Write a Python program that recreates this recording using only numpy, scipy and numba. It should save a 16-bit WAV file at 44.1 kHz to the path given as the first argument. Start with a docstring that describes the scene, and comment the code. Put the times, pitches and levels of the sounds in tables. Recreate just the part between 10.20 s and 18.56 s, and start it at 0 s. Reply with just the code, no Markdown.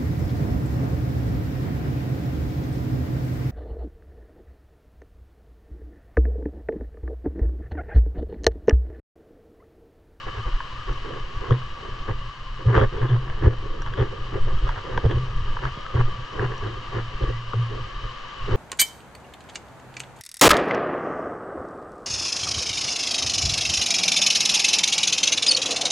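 """Footsteps to a riverside boardwalk, from a carried camera

A hiker walks a dirt path up to a plank boardwalk beside a rushing shallow river, camera in a closed case.
Each footfall jolts the mount, which booms near 120 Hz, and scuffs for as long as the contact lasts.
Gear rubs, clicks, crackles, tinks and squeaks; the deep bass of handling never stops.
The river, noise with splashes and wavering strands, and the scuffs pass the hollow resonances of the case."""
import sys
import numpy as np
from scipy import signal
from scipy.fft import rfft, irfft
from scipy.io import wavfile
from numba import njit

SR = 44100
rng = np.random.default_rng(int(sys.argv[2]) if len(sys.argv) > 2 else 0)


def generate_wav(signal):
    """Clip the signal to [-1, 1] and save it as 16-bit WAV at the path in sys.argv[1]."""
    frames = np.transpose(np.atleast_2d(signal))
    scaled = np.clip(frames, -1, 1) * 32767
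    pcm = np.round(scaled).astype(np.int16)
    wavfile.write(sys.argv[1], SR, pcm)


N = 368676
TIME = np.arange(N) / SR
FREQS = np.maximum(np.fft.rfftfreq(N, 1 / SR), 1)

# Footfalls, some landing in two contacts, heel and toe. Each row: start in seconds, length of contact in
# seconds, boom in dB, boom t60 in seconds, boom pitch in Hz, jolt in dB, scuff body in dB, scuff grit in dB.
STEPS = [(0.168, 0.028, -27, 0.17, 110, -26, -48, -47), (0.265, 0.026, -29, 0.063, 116, -19, -36, -38.5),
         (0.325, 0.04, -36.5, 0.087, 113, -14, -67, -45), (0.677, 0.054, -30, 0.18, 124.4, -16, -37, -43.5),
         (1.307, 0.0202, -9, 0.2, 122.6, -18, -20.5, -36), (1.883, 0.031, -24, 0.11, 116.5, -28, -29, -33),
         (2.456, 0.041, -8.5, 0.29, 119.7, -10.5, -32.5, -48), (2.549, 0.05, -18, 0.21, 116, -10, -19, -22),
         (2.603, 0.045, -11, 0.11, 117, -9.5, -19, -28), (2.8, 0.068, -16, 0.18, 124.7, -28, -31, -36.5),
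         (2.895, 0.067, -11, 0.25, 123.6, -36, -31.5, -38),
         (3.23, 0.03, -13, 0.1, 119.4, -11.5, -22.5, -31.5),
         (3.263, 0.017, -15, 0.24, 119.5, -3.5, -18, -32.5),
         (3.78, 0.057, -13, 0.092, 121, -13, -22.5, -30.5), (3.96, 0.088, -31.5, 0.19, 123, -42, -44, -61),
         (4.415, 0.05, -28, 0.41, 119.4, -12, -38.5, -50), (4.566, 0.025, -26, 0.094, 108.5, -42, -45, -34),
         (4.838, 0.031, -8.5, 0.16, 110.3, -3.5, -25, -41),
         (4.931, 0.055, -16.5, 0.45, 123.3, -17, -33, -43.5),
         (5.421, 0.062, -24, 0.19, 129, -23.5, -37.5, -34),
         (5.747, 0.02, -14.5, 0.049, 122, -18, -25.5, -35),
         (5.771, 0.043, -13, 0.26, 122.4, -26, -26.5, -30),
         (6.186, 0.075, -20, 0.48, 122.3, -29, -27, -32.5), (6.423, 0.067, -25, 0.51, 114, -31, -32.5, -39),
         (6.733, 0.07, -22.5, 0.34, 116, -34, -30.5, -35), (7.016, 0.028, -22, 0.2, 117.4, -14.5, -27, -37),
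         (7.073, 0.035, -24, 0.89, 116.8, -19, -29, -42), (7.333, 0.091, -16, 0.46, 115.7, -40, -46, -69),
         (7.5, 0.053, -31.5, 0.33, 120.6, -45, -47, -52), (7.831, 0.032, -30.5, 0.27, 116, -23, -39, -49),
         (8.282, 0.096, -18, 0.48, 115.3, -19, -27, -35.5)]
# Colour of the fine grit underfoot. Each row: frequency in Hz, relative level in dB per Hz.
GRIT_COLOUR = [(200, -30.5), (450, -10), (760, 3), (980, -2), (1150, -8.5), (1400, -2.5), (1900, -2),
               (2500, -10.5), (3300, -25), (4200, -26), (7200, -36.5), (8300, -55), (9500, -64)]


def thumps(waver=0.025, uneven_db=0.46, loaded_share=0.73, sag_hz=8.4, settle_s=0.033):
    """The weight comes on, the mount swings up and rings out; it starts flat and the grip bends its pitch."""
    out = np.zeros(N)
    grip = 1 + waver * drift(rate_hz=25.0)
    for s, length, boom_db, t60, boom_hz, *_ in STEPS:
        span = slice(int(s * SR), int(s * SR) + SR // 2)
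        t = TIME[span] - s
        rise = loaded_share * length  # seconds until the full weight is on the foot
        swell = np.sin(np.pi / 2 * np.clip(t / rise, 0, 1))
        decay = from_db(boom_db - 60 * np.maximum(t - rise, 0) / t60)
        hz = grip[span] * (boom_hz - sag_hz * np.exp(-t / settle_s))
        out[span] += swell * decay * np.sin(2 * np.pi * np.cumsum(hz) / SR)
    return out * from_db(uneven_db * drift(rate_hz=37))


def jolts(cycles=0.56, peak_share=0.539, jolt_hz=61.3, at_boom_db=-17, db_per_octave=14.5):
    """Each contact shoves the camera through one or two slow swings; so does each lurch of the hand."""
    # Lurches between footfalls. Each row: centre in seconds, level in dB, swing rate in Hz.
    lurches = [(2.679, -20, 20), (3.444, -21, 28), (3.514, -19, 17), (4.268, -15, 12), (4.381, -15, 29),
               (4.502, -18.5, 27), (5.288, -21, 10), (5.855, -15, 11.7)]
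    shoves = []
    for s, length, boom_db, _, _, jolt_db, *_ in STEPS:
        # a step that booms louder also shoves faster
        swing_hz = jolt_hz * 2 ** ((boom_db - at_boom_db) / db_per_octave)
        shoves.append((s + peak_share * length, jolt_db, swing_hz))
    out = np.zeros(N)
    for s, level_db, hz in shoves + lurches:
        span = slice(max(int(s * SR) - SR // 5, 0), int(s * SR) + SR // 5)
        turn = (TIME[span] - s) * hz
        out[span] += from_db(level_db) * np.exp(-(turn / cycles) ** 2) * np.cos(2 * np.pi * turn)
    return out


def scuffs(sway_db, rough_db=0.2, stir_db=-19, stir_grit_db=-5, stir_spread_db=-2.5, groan_db=-7,
           groan_hz=390, groan_width_hz=45, groan_octaves=0.27, crunch_db=-2):
    """Steps and rubs are bursts of slips, a sliding hollow note under crunchy grit; swaying gear stirs too."""
    # Gear rubs between footfalls. Each row: start in seconds, length in seconds, body in dB, grit in dB.
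    rubs = [(0.07, 0.021, -34.5, -35), (0.149, 0.053, -41.5, -40), (0.847, 0.14, -36, -41.5),
            (1.214, 0.15, -36.5, -41), (1.63, 0.072, -40.5, -45), (2.393, 0.034, -38, -43),
            (2.493, 0.02, -27, -30.5), (2.53, 0.02, -22, -28), (2.731, 0.057, -31, -40),
            (3.023, 0.22, -45.5, -44.5), (3.3, 0.044, -34.5, -43), (3.43, 0.037, -35.5, -54),
            (3.5, 0.11, -39, -53), (3.668, 0.023, -56, -40), (3.722, 0.068, -37.5, -49),
            (3.837, 0.037, -35, -44), (3.91, 0.044, -37.5, -52), (4.127, 0.059, -30, -38.5),
            (4.263, 0.064, -33.5, -43), (4.474, 0.068, -54, -39), (4.65, 0.15, -34.5, -40.5),
            (4.899, 0.027, -26, -36.5), (5.04, 0.086, -45, -62), (5.884, 0.013, -35.5, -47),
            (6.132, 0.055, -35, -41), (6.288, 0.054, -37, -39.5), (6.497, 0.084, -40.5, -60),
            (7.502, 0.094, -36, -49.5)]
    # Colour of the scuff's body. 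Each row: frequency in Hz, relative level in dB per Hz.
    body_colour = [(70, 8.5), (130, 3.5), (200, 0), (265, -2.5), (335, 3.5), (420, 5.5), (520, -4),
                   (640, -18.5), (900, -46.5), (4000, -86.5)]
    stir = from_db(sway_db + stir_db + stir_spread_db * np.minimum(drift(rate_hz=4.5), 2)) ** 2
    contacts = [(s, length, body_db, grit_db) for s, length, *_, body_db, grit_db in STEPS] + rubs
    body_rows = [(s, length, db) for s, length, db, _ in contacts]
    grit_rows = [(s, length, db) for s, length, _, db in contacts]
    body_power = stir + contact_power(body_rows, attack_s=0.0064, release_s=0.0095)
    grit_power = contact_power(grit_rows, attack_s=0.0094, release_s=0.0084)
    grit_power = grit_power + stir * from_db(stir_grit_db) ** 2

    sliding_hz = groan_hz * 2 ** (groan_octaves * drift(rate_hz=11.3))
    groan = moving_resonance(rng.standard_normal(N), sliding_hz, groan_width_hz)
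    groan = rms_one(ring_at(groan, groan_hz, width_hz=230))
    groan = from_db(groan_db) * groan * from_db([[-1.5], [1.5]])  # a little louder on the right
    body = rms_one(case(coloured(grains(per_s=1100, spread_db=2.5), body_colour)))
    hollow = rms_one(body + groan)

    fine = rms_one(grains(per_s=2200, spread_db=0.0))
    crunches = rms_one(grains(per_s=190, spread_db=0.0))
    gritty = rms_one(case(coloured(fine + from_db(crunch_db) * crunches, GRIT_COLOUR)))
    pressure = from_db(rough_db * drift(rate_hz=42))
    return pressure * (np.sqrt(body_power) * hollow + np.sqrt(grit_power) * gritty)


def clicks(crumble_s=0.0026, crumble=0.068, uneven_db=5.0, focus_db_per_octave=16, crack_db=-5,
           crack_octaves=0.65, splinter_db=-8, splinter_low_hz=1700, splinter_top_hz=6000,
           dull_hz=6500, knock_lag_s=0.0012):
    """A dry snap and its brief crumbling ring nearby modes, with a hollow knock and a splintering edge."""
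    # Clicks and knocks of shoes and gear, levels as peaks ahead of the dulling. Each row: start in seconds,
    # snap in dB, strongest ringing in Hz, hollow knock in dB, knock pitch in Hz, crisp edge in dB.
    snaps = [(0.404, -19.5, 1280, -68, 450, -61), (0.692, -24, 1140, -26, 430, -43),
             (1.3075, -15.5, 1250, -20, 450, -29.5), (1.324, -27, 1700, -22, 340, -38),
             (1.417, -27.5, 1130, -56, 450, -56), (2.551, -14, 1600, -28, 450, -40),
             (2.566, -14, 1250, -27, 500, -38), (2.578, -14, 1060, -16, 450, -38),
             (2.6126, -14, 1220, -19, 330, -36), (2.637, -24, 1500, -19, 400, -40),
             (2.817, -25.5, 1730, -36, 450, -44), (2.963, -23, 1410, -38, 450, -44),
             (3.099, -24, 1430, -39, 450, -39), (3.253, -35, 1800, -30, 450, -44),
             (3.265, -34, 1300, -14.5, 330, -45), (3.62, -23.5, 1120, -48, 400, -41),
             (3.662, -23, 1300, -50, 450, -37), (3.674, -25.5, 1220, -45, 450, -39),
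             (3.737, -27, 1610, -44, 450, -33), (4.47, -21, 1380, -29, 550, -44),
             (4.477, -19.5, 1140, -35, 550, -38), (4.491, -15, 1310, -39, 520, -28),
             (4.561, -25, 1470, -46, 480, -44), (4.58, -23, 1110, -47, 480, -48),
             (4.595, -32, 1090, -44, 480, -50), (4.7757, -21, 1780, -30, 500, -26.5),
             (4.777, -14.5, 880, -17, 620, -31), (4.841, -41, 1110, -15, 453, -50),
             (4.852, -28, 1080, -10.5, 423, -40), (4.861, -28, 1060, -16, 440, -35),
             (4.912, -21, 1500, -36, 400, -33), (5.368, -16.5, 1070, -38, 450, -46),
             (5.39, -24, 1490, -41, 450, -44), (5.453, -16, 1250, -35, 450, -34),
             (5.664, -26.5, 1570, -53, 448, -33), (6.194, -19, 1550, -31, 550, -45),
             (6.229, -18, 1050, -30, 450, -48), (6.319, -27, 1610, -37, 450, -48),
             (7.034, -34, 1500, -30, 420, -34), (7.3336, -15.5, 1330, -31, 560, -51),
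             (7.337, -21, 1000, -19.5, 570, -60)]
    # What the clicks ring with. Each row: frequency in Hz, relative strength in dB, t60 in seconds.
    modes = [(211, 9.5, 0.016), (350, -12.5, 0.023), (463, -1, 0.028), (536, -1.5, 0.016),
             (598, -5, 0.0096), (900, -3, 0.0078), (966, 4.5, 0.014), (1148, 2.5, 0.011), (1300, -5, 0.01),
             (1594, 0.5, 0.015), (1850, -2.5, 0.006)]
    t = TIME[:SR // 16]
    out = np.zeros((2, N))
    hz, mode_db, t60 = np.transpose(modes)[:, :, None]
    low = hz[:, 0] < 750  # these modes make the hollow knock
    opposed = (-1) ** np.arange(len(hz))[:, None]  # neighbouring modes swing in opposition
    tap = signal.unit_impulse(len(t))
    splinter = band_pass(tap, [splinter_low_hz, splinter_top_hz])
    edge = rms_one(crisp(tap)) + from_db(splinter_db) * rms_one(splinter)
    for s, peak_db, ring_hz, low_db, low_hz, edge_db in snaps:
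        force = tap + crumble * rng.standard_normal(len(t)) * np.exp(-t / crumble_s)
        octaves_away = np.abs(np.log2(hz / np.where(low[:, None], low_hz, ring_hz)))
        # each microphone gets every mode with a strength of its own
        uneven = uneven_db * rng.standard_normal((2, len(hz), 1))
        strength = from_db(mode_db - focus_db_per_octave * octaves_away + uneven) * opposed
        rings = strength * from_db(-60 * t / t60) * np.sin(2 * np.pi * hz * t)
        crack = band_pass(tap, ring_hz * 2 ** (crack_octaves * np.array([-0.5, 0.5])))
        parts = [(rings[:, ~low].sum(axis=1), peak_db, 0),
                 (rings[:, low].sum(axis=1), low_db, knock_lag_s),
                 (crack[None], peak_db + crack_db, 0),
                 (edge[None], edge_db, 0)]
        for response, db, lag in parts:
            hit = signal.fftconvolve(response, force[None])[:, :len(t)]
            start = int((s + lag) * SR)
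            out[:, start:start + len(t)] += from_db(db) * hit / np.abs(hit).max()
    return signal.sosfilt(signal.butter(4, dull_hz, fs=SR, output="sos"), out + 1e-18)


def crackles():
    """As gear flexes under a heavy step, runs of tiny snaps ring, a little different at each microphone."""
    # Each row: start in seconds, length in seconds, level in dB.
    runs = [(1.315, 0.024, -47), (2.555, 0.079, -42), (2.74, 0.14, -55), (2.882, 0.039, -44),
            (2.915, .05, -55), (3.24, 0.05, -57), (3.775, 0.048, -44.5), (4.911, 0.01, -37.5)]
    snaps = rms_one(crisp(coloured(grains(per_s=1000, spread_db=-1.5), GRIT_COLOUR)))
    return snaps * np.sqrt(contact_power(runs, attack_s=0.004, release_s=0.0072))


def soft_knock(start_s=5.572, level_db=-29.5, from_hz=1150, to_hz=110, drop_s=0.0016, peak_s=0.0038):
    """A few cycles that swell and die while sweeping down into the bass."""
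    out = np.zeros(N)
    t = TIME[:SR // 16]
    hz = to_hz + (from_hz - to_hz) * np.exp(-t / drop_s)
    swell = t / peak_s * np.exp(1 - t / peak_s)
    start = int(start_s * SR)
    out[start:start + len(t)] = from_db(level_db) * swell * np.sin(2 * np.pi * np.cumsum(hz) / SR)
    return out


def tinks():
    """A small piece of metal, as of a zip pull, swings against the pack and rings in decaying modes."""
    # Each row: start in seconds, level in dB, to which the level of each mode is added.
    touches = [(0.729, -67), (.757, -77), (3.62, -60), (6.379, -64)]
    # Each row: frequency in Hz, relative level in dB, t60 in seconds.
    metal_modes = [(5700, 19, 0.034), (5360, 7, 0.022), (5820, 12, 0.043), (6230, 4, 0.029),
                   (7160, 4, 0.04), (8700, -17, .12)]
    out = np.zeros(N)
    t = TIME[:SR // 4]
    ring = sum(from_db(db - 60 * t / t60) * np.sin(2 * np.pi * hz * t) for hz, db, t60 in metal_modes)
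    for s, level_db in touches:
        start = int(s * SR)
        out[start:start + len(t)] += from_db(level_db) * ring
    return out


def squeak(start_s=7.06, length_s=0.12, level_db=-49, from_hz=1850, to_hz=2000, width_hz=70):
    """Two surfaces of the gear slip and sing thinly for a moment, rising in pitch."""
    hz = np.interp(TIME, [start_s, start_s + length_s], [from_hz, to_hz])
    note = rms_one(narrow_note(hz, width_hz))
    return note * np.sqrt(contact_power([(start_s, length_s, level_db)], attack_s=0.015, release_s=0.012))


def rumble(level_db, lumpy_db=4.5, boom_db=-11.0, boom_hz=117, boom_width_hz=34):
    """The carried camera never rests: lumpy bass keeps the mount humming, the same in both channels."""
    # Colour of the handling bass. Each row: frequency in Hz, relative level in dB per Hz.
    bass_colour = [(12, 9.5), (28, 9.5), (45, -5), (80, -4.5), (130, -13), (220, -47), (400, -62),
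                   (2000, -110)]
    bass = irfft(rfft(rng.standard_normal(N)) * from_db(at_freqs(bass_colour)), N)
    b, a = signal.iirpeak(boom_hz, boom_hz / boom_width_hz, fs=SR)
    hum = signal.lfilter(b, a, signal.lfilter(b, a, rng.standard_normal(N)))
    lumps = from_db(level_db + lumpy_db * np.minimum(drift(rate_hz=10.7), 1))
    return lumps * (rms_one(bass) + from_db(boom_db) * rms_one(hum))


def river(level_db, flutter_db=0.5, splash_db=-9, murmur_top_hz=900, surge_db=1.2, gurgle_db=0.44):
    """A smooth rush with countless small splashes, surging low mids and hollow notes that waver and gurgle."""
    # Colour behind the case wall. Each row: frequency in Hz, relative level in dB per Hz.
    water_colour = [(100, 7.5), (220, 4), (650, 0), (1500, -2), (2400, 1.5), (3400, -6), (4500, -5.5),
                    (6000, -16), (7300, -19), (8300, -31.5), (10000, -35)]
    # Low mids against the rest along the walk. 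Each row: time in seconds, mean gain in dB.
    murmur_curve = [(0.0, -2.5), (.35, -3.5), (.6, -3.5), (.85, -0.5), (1.9, 1), (2.17, -3.5), (2.45, 0),
                    (4.9, 2), (5.2, -2.5), (5.5, 0.5), (8.36, 0)]
    # Centre of the hollow note, wavering along the walk. Each row: time in seconds, frequency in Hz.
    hollow_curve = [(0.02, 1135), (1.64, 1125), (1.82, 1158), (2.14, 1107), (2.68, 1151), (3.09, 1117),
                    (3.22, 1240), (3.4, 1143), (4.24, 1164), (4.62, 1176), (5.25, 1159), (5.4, 1140),
                    (5.54, 1216), (6.28, 1085), (6.48, 1196), (6.79, 1154), (8.34, 1142)]
    # Wavering strands. Each row: multiple of the hollow note, width in Hz, waver in octaves, level in dB.
    strands = [(1.001, 60.5, 0.058, -5.7), (1.46, 69.7, .07, -19.5), (2.62, 111, 0.042, -15.5)]
    splashes = rms_one(grains(per_s=1600, spread_db=5.5))
    water = rms_one(rng.standard_normal((2, N))) + from_db(splash_db) * splashes
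    water = rms_one(case(coloured(water, water_colour)))
    murmur = irfft(rfft(water) / (1 + (FREQS / murmur_top_hz) ** 8), N)
    surge = from_db(np.interp(TIME, *np.transpose(murmur_curve)) + surge_db * drift(rate_hz=5))
    centre_hz = np.interp(TIME, *np.transpose(hollow_curve))
    notes = 0
    for multiple, width_hz, octaves, db in strands:
        hz = multiple * centre_hz * 2 ** (octaves * drift(rate_hz=10.4))
        gurgle = from_db(db + gurgle_db * drift(rate_hz=9.8))
        notes = notes + gurgle * rms_one(narrow_note(hz, width_hz))
    notes = notes * from_db([[1.8], [-1.8]])  # a little louder on the left
    level = from_db(level_db + flutter_db * drift(rate_hz=7.9))
    return level * (water + (surge - 1) * murmur + notes)


def case(pair):
    """Each resonance of the case lifts or cuts a narrow band, differently at each microphone."""
    # Each row: frequency in Hz, width in Hz, gain at the left microphone in dB, at the right in dB.
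    resonances = [(397, 99, 2, 3), (523.7, 36.4, 6, 13), (970, 59, 6.5, 6), (1160.6, 105, 17.5, 16),
                  (1664, 157, 8.5, 4.5), (3028, 253, 14, 8), (3824, 71, 1, 8.5), (5770, 660, 3, 4.5),
                  (7900, 72, 11, -27)]
    for hz, width_hz, left_db, right_db in resonances:
        extra = from_db([[left_db], [right_db]]) - 1
        pair = pair + extra * ring_at(pair, hz, width_hz)
    return pair


def coloured(pair, spectrum):
    """Two unrelated signals become a left and right channel of the given colour, partly alike."""
    # Likeness of the two microphones. Each row: frequency in Hz, correlation from -1 to 1.
    likeness = [(140, 0.91), (250, 0.58), (390, 0.67), (520, -0.21), (680, 0.5), (900, 0.5), (1130, 1),
                (1400, 0.72), (1700, 0.7), (2000, 0.49), (2400, -0.79), (2900, 0.72), (4100, 0.53),
                (5600, 0.76)]
    mid, side = rfft(pair) * from_db(at_freqs(spectrum))
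    alike = np.clip(at_freqs(likeness), -0.999, 0.999)
    return irfft(np.sqrt(1 + alike) * mid + np.sqrt(1 - alike) * side * [[1], [-1]], N)


def grains(per_s, spread_db):
    """Two trains of tiny impulses of uneven size at random moments, for slips or splashes."""
    sizes = from_db(spread_db * np.minimum(rng.exponential(1, N), 3))
    return rng.uniform(-1.09, 1, (2, N)) * sizes * (rng.random(N) < per_s / SR)


def contact_power(rows, attack_s, release_s):
    """Power over time of soft-edged contacts given as (start s, length s, dB)."""
    power = np.zeros(N)
    for s, length, level_db in rows:
        span = slice(max(int(s * SR) - SR // 12, 0), int(s * SR) + SR // 3)
        t = TIME[span] - s
        onset = (1 + np.tanh(t / attack_s)) / 2
        ending = (1 - np.tanh((t - length) / release_s)) / 2
        power[span] += onset * ending * from_db(level_db) ** 2
    return power


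@njit
def moving_resonance(x, hz, width_hz):
    """A two-pole band-pass whose centre follows a curve."""
    r = np.exp(-np.pi * width_hz / SR)
    y = np.zeros(len(x))
    for i in range(2, len(x)):
        turn = 2 * r * np.cos(2 * np.pi * hz[i] / SR)
        y[i] = x[i] - x[i - 2] + turn * y[i - 1] - r * r * y[i - 2]
    return y


def narrow_note(hz, width_hz):
    """Noise passed twice through a moving resonance becomes a breathy note."""
    once = moving_resonance(rng.standard_normal(N), hz, width_hz)
    return moving_resonance(once, hz, width_hz)


def ring_at(x, hz, width_hz):
    """One steady resonance."""
    b, a = signal.iirpeak(hz, hz / width_hz, fs=SR)
    return signal.lfilter(b, a, x + 1e-18)  # the tiny offset keeps the filter out of denormal numbers


def crisp(x, hz=3306, width_hz=530):
    """The bright, brittle resonance of the gear."""
    return ring_at(ring_at(x, hz, width_hz), hz, width_hz)


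def band_pass(x, edges_hz):
    """Keep the band between two edges."""
    return signal.sosfilt(signal.butter(3, edges_hz, "band", fs=SR, output="sos"), x)


def drift(rate_hz):
    """Slow random wander of spread 1: noise smoothed twice, at every 32nd sample."""
    r = np.exp(-64 * np.pi * rate_hz / SR)
    noise = rng.standard_normal(N // 32 + 2002)
    slow = signal.lfilter([1], [1, -2 * r, r * r], noise)[2000:]  # leave out the run-in
    return np.interp(np.arange(N) / 32, np.arange(len(slow)), rms_one(slow))


def at_freqs(points):
    """Read a (Hz, value) table on a log-frequency axis."""
    hz, value = np.transpose(points)
    return np.interp(np.log(FREQS), np.log(hz), value)


def from_db(db):
    """Decibels to gain."""
    return 10 ** (np.asarray(db) / 20)


def rms_one(x):
    """Scale to unit power."""
    return x / np.sqrt(np.mean(x ** 2) + 1e-20)


def scene(river_over_treble_db=7, rumble_over_floor_db=2.5):
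    """Booms, jolts and rumble reach both microphones alike; river and scuffs come through the case."""
    # The river's treble along the path. Each row: time in seconds, level in dB.
    rush_curve = [(0.0, -46.5), (0.51, -46), (1.72, -47.5), (2.84, -49), (3.21, -50), (4.31, -46.5),
                  (5.08, -46.5), (8.15, -46), (8.36, -43)]
    # Floor of the deep bass between the steps. Each row: time in seconds, level in dB.
    sway_curve = [(0.0, -39), (.2, -34.5), (0.54, -40), (0.75, -34), (1.35, -30.5), (1.6, -42), (1.9, -32),
                  (2.13, -40), (2.4, -38), (2.65, -33.5), (3.1, -29), (3.6, -31), (3.93, -34), (4.35, -27),
                  (4.62, -41), (4.8, -25.5), (5.3, -33), (5.65, -41), (5.92, -30), (6.08, -38.5),
                  (6.45, -34), (6.669, -39), (7.01, -35), (7.27, -39.5), (7.47, -39), (7.62, -34),
                  (8.12, -46.5), (8.36, -22)]
    rush_db = np.interp(TIME, *np.transpose(rush_curve))
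    sway_db = np.interp(TIME, *np.transpose(sway_curve))
    footfalls = thumps() + jolts() + scuffs(sway_db)
    gear = crackles() + clicks() + soft_knock() + tinks() + squeak()
    handling = rumble(sway_db + rumble_over_floor_db)
    water = river(rush_db + river_over_treble_db)
    return footfalls + gear + handling + water


def record(dry, cutoff_hz=9600):
    """The top is cut steeply."""
    return signal.sosfilt(signal.butter(12, cutoff_hz, fs=SR, output="sos"), dry)


dry = scene()
out = record(dry)
generate_wav(out)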